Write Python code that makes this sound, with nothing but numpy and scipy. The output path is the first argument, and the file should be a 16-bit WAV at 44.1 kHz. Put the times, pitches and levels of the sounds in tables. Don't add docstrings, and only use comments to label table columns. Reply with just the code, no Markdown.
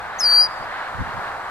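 import sys
import numpy as np
from scipy import signal
from scipy.fft import rfft, irfft
from scipy.io import wavfile
from scipy.ndimage import uniform_filter1d

SR = 44100
rng = np.random.default_rng(int(sys.argv[2]) if len(sys.argv) > 2 else 0)


def put_to_file(sound):
    columns = np.atleast_2d(sound).T
    safe = np.clip(columns, -1, 1)
    whole_steps = np.round(safe * 32767)
    wavfile.write(sys.argv[1], SR, whole_steps.astype(np.int16))


N = 66150


def amp(db):
    return 10 ** (np.asarray(db) / 20)


def unit(x):
    return x / np.sqrt(np.mean(x ** 2) + 1e-20)


def bell(x, centre, width):
    return np.exp(-.5 * ((x - centre) / width) ** 2)


def read(spectrum, hz):
    f, value = np.transpose(spectrum)
    return np.interp(np.log(hz + 1), np.log(f), value)


def follow(table, t):
    times, *columns = np.transpose(table)
    return [np.interp(t, times, c) for c in columns]


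def colour(x, spectrum):
    return unit(irfft(rfft(x) * amp(read(spectrum, np.fft.rfftfreq(N, 1 / SR))), N))


def wobble(hz):
    f = np.fft.rfftfreq(N, 1 / SR)
    return unit(irfft(rfft(rng.standard_normal(N)) / (1 + (f / hz) ** 4), N))


def gate(t, table, fade_s=0.0043):
    inside = np.minimum(t - table[0][0], table[-1][0] - t)
    return np.sin(np.pi / 2 * np.clip(inside / fade_s, 0, 1)) ** 2


# (frequency [Hz], relative density [dB])
WIND_SPECTRUM = [(20, -24.5), (55, -10.5), (120, -16), (170, -21.5), (210, -15.5), (260, -19), (380, -15),
                 (520, -10), (750, -2.5), (1200, -2), (1620, -3.5), (2100, -12), (2500, -18), (3100, -22.5),
                 (4100, -23.5), (5800, -35), (8000, -36), (11000, -43), (15800, -47.5)]
# (time [s], level [dB], treble boost [dB])
WIND_STRENGTH = [(0, -30, -2.5), (.12, -31.5, 0.5), (.27, -29, 2), (.48, -30.5, -1), (.59, -28.5, -1),
                 (.65, -30, -1.5), (.76, -30, 4.5), (.87, -30, 2.5), (.94, -29, -3), (1.1, -29, 0.5),
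                 (1.19, -28, -3.5), (1.27, -28.5, 1.5), (1.36, -29, -4), (1.5, -29.5, -1.5)]
# (frequency [Hz], coherence [0-1])
WIND_COHERENCE = [(30, 0.7), (130, 0.85), (300, 1), (640, 0.99), (1400, 0.72), (2400, 0.95), (4000, 0.13),
                  (15000, 0.18)]
# (frequency [Hz], left minus right [dB])
WIND_BALANCE = [(60, -1), (380, -2), (1300, 0.5), (2400, -1), (4400, 3.5), (8000, 0)]

def wind(patchy_db=0.6, treble_hz=2500, treble_octaves=0.73, right_lag_s=.00009):
    frames, hz = N // 256 + 5, np.fft.rfftfreq(1024, 1 / SR)
    a, b, c, d, patches = rng.standard_normal((5, frames, len(hz)))
    patches = uniform_filter1d(patches, size=12, axis=0)
    patches = unit(uniform_filter1d(patches, size=10, axis=1))
    left, independent = a + 1j * b, c + 1j * d
    coherence = np.clip(read(WIND_COHERENCE, hz), 0, 1)
    right = coherence * left + np.sqrt(1 - coherence ** 2) * independent
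    right *= np.exp(-2j * np.pi * hz * right_lag_s)
    pan = amp(read(WIND_BALANCE, hz) / 2)
    treble = bell(np.log2((hz + 1) / treble_hz), 0, treble_octaves)
    boost_db = follow(WIND_STRENGTH, np.arange(frames) * 256 / SR)[1]
    db = read(WIND_SPECTRUM, hz) + patchy_db * patches + boost_db[:, None] * treble
    spectra = np.array([left * pan, right / pan]) * amp(db)
    _, noise = signal.istft(np.swapaxes(spectra, 1, 2), nperseg=1024, noverlap=768)
    return unit(noise[:, :N]) * amp(follow(WIND_STRENGTH, np.arange(N) / SR)[0])


# (frequency [Hz], relative density [dB])
LEAF_SPECTRUM = [(200, -31.5), (700, -5.5), (1600, -1.5), (2600, -19), (6000, -39), (15000, -61)]

def leaves(taps_per_s=160, level_db=-42, spread_db=3.0):
    size = amp(spread_db * np.minimum(rng.exponential(1, N), 4))
    struck = rng.random(N) < taps_per_s / SR
    side = rng.uniform(0.25, 0.72, N)
    taps = size * struck * rng.choice([-1, 1], N) * np.array([side, 1 - side])
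    return amp(level_db) * colour(taps, LEAF_SPECTRUM)


# (time [s], width [s], left level [dB], right level [dB])
EDDIES = [(0.049, 0.044, -44, -58), (.48, 0.016, -45, -46), (0.611, 0.0064, -35.5, -48),
          (.66, .03, -42, -51), (0.959, 0.009, -36, -33), (1.008, 0.014, -23, -24),
          (1.045, 0.017, -57, -37.5), (1.084, 0.011, -49, -28), (1.148, 0.009, -40, -31.5),
          (1.184, 0.015, -44, -34)]
# (frequency [Hz], relative density [dB])
EDDY_SPECTRUM = [(10, -20), (50, 5.5), (130, 3.5), (210, -3), (350, -14), (700, -36), (3000, -83.5)]

def buffets():
    t = np.arange(N) / SR
    rumble = colour(rng.standard_normal((2, N)), EDDY_SPECTRUM)
    return rumble * sum(amp([[left], [right]]) * bell(t, at, width) for at, width, left, right in EDDIES)


# (frequency [Hz], gain [dB])
VOICE_SPECTRUM = [(6400, 0), (9300, -23), (9800, -23.5), (10800, -11.5), (12700, -16), (14000, -29),
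                  (14700, -36.5), (16000, -44)]
HARMONIC_BALANCE = [4, -1.5, 5]

def voice(hz, gain, left_lag_s=.000025):
    cycles, ports = np.cumsum(hz) / SR, np.zeros((2, N))
    for k, pan_db in enumerate(HARMONIC_BALANCE, 1):
        db = read(VOICE_SPECTRUM, k * hz)
        ports[0] += amp(db + pan_db / 2) * np.sin(2 * np.pi * k * (cycles - hz * left_lag_s))
        ports[1] += amp(db - pan_db / 2) * np.sin(2 * np.pi * k * cycles)
    return np.sqrt(2) * gain * ports


BREAK_S = .2035
# (time [s], frequency [Hz], level [dB])
GRACE_NOTE = [(.181, 6280, -53), (0.189, 6370, -34), (.2, 6310, -22), (0.206, 6370, -39.5),
              (0.213, 6300, -46.5)]
# (time [s], frequency [Hz])
WHISTLE_PITCH = [(.203, 5440), (.214, 5373), (.222, 5160), (.232, 5010), (.248, 4824), (.272, 4693),
                 (.33, 4650), (.372, 4710), (.392, 4715), (.425, 4877), (.455, 4885), (.475, 4770)]
# (time [s], level [dB])
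WHISTLE_LEVEL = [(0.201, -33), (.205, -22), (.215, -21.5), (.226, -25.5), (0.232, -18), (0.261, -14.3),
                 (0.287, -16.5), (.35, -13), (.39, -11), (.408, -11), (.428, -15.5), (.444, -16.5),
                 (.468, -27), (0.477, -49)]
# (time [s], rate [Hz], depth [0-1])
FLUTTER = [(.21, 280, 1.0), (.25, 293, 0.94), (.325, 298.6, 0.7), (.375, 267.5, .42), (.405, 255, .45),
           (.43, 246, .9), (.45, 236, 1), (.463, 231, 0)]

def bird(swing_hz=90, tremor=0.18):
    t = np.arange(N) / SR
    roughness = np.exp(-abs(t - BREAK_S) / .018)
    jitter_hz = (13 + 64.8 * roughness) * wobble(hz=597)
    shimmer = amp((0.53 + 2.0 * roughness) * wobble(hz=345))
    hz, db = follow(GRACE_NOTE, t)
    grace = voice(hz + jitter_hz, amp(db) * shimmer * gate(t, GRACE_NOTE))
    (hz,), (db,) = follow(WHISTLE_PITCH, t), follow(WHISTLE_LEVEL, t)
    rate, depth = follow(FLUTTER, t)
    flutter = depth * np.sin(2 * np.pi * np.cumsum(rate + 6 * wobble(hz=60)) / SR)
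    swell = 1 - tremor * flutter
    gain = amp(db) * shimmer * swell * gate(t, WHISTLE_LEVEL)
    return grace + voice(hz + swing_hz * flutter + jitter_hz, gain)


def snap(hz=7830, level_db=-36, width_s=.0009):
    t = np.arange(N) / SR
    return amp(level_db) * bell(t, BREAK_S, width_s) * np.sin(2 * np.pi * hz * t)


def field(call, scatter_db=-25, t60_s=0.51, echo_db=-38, echo_s=0.22, smear_s=0.011):
    t = np.arange(SR // 2) / SR
    near, far = rng.standard_normal((2, 2, len(t)))
    scatter = amp(scatter_db) * unit(near * amp(-60 * t / t60_s))
    echo = amp(echo_db) * unit(far * bell(t, echo_s, smear_s))
    response = (scatter + echo) / np.sqrt(len(t))
    return signal.fftconvolve(call.mean(0)[None], response, axes=1)[:, :N]


def scene():
    call = bird() + snap()
    return call + field(call) + wind() + leaves() + buffets()


def record(dry, cutoff_hz=15900):
    lowpass = signal.firwin(511, cutoff_hz, window=("kaiser", 9), fs=SR)
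    return signal.oaconvolve(dry, lowpass[None], "same")


dry = scene()
out = record(dry)
put_to_file(out)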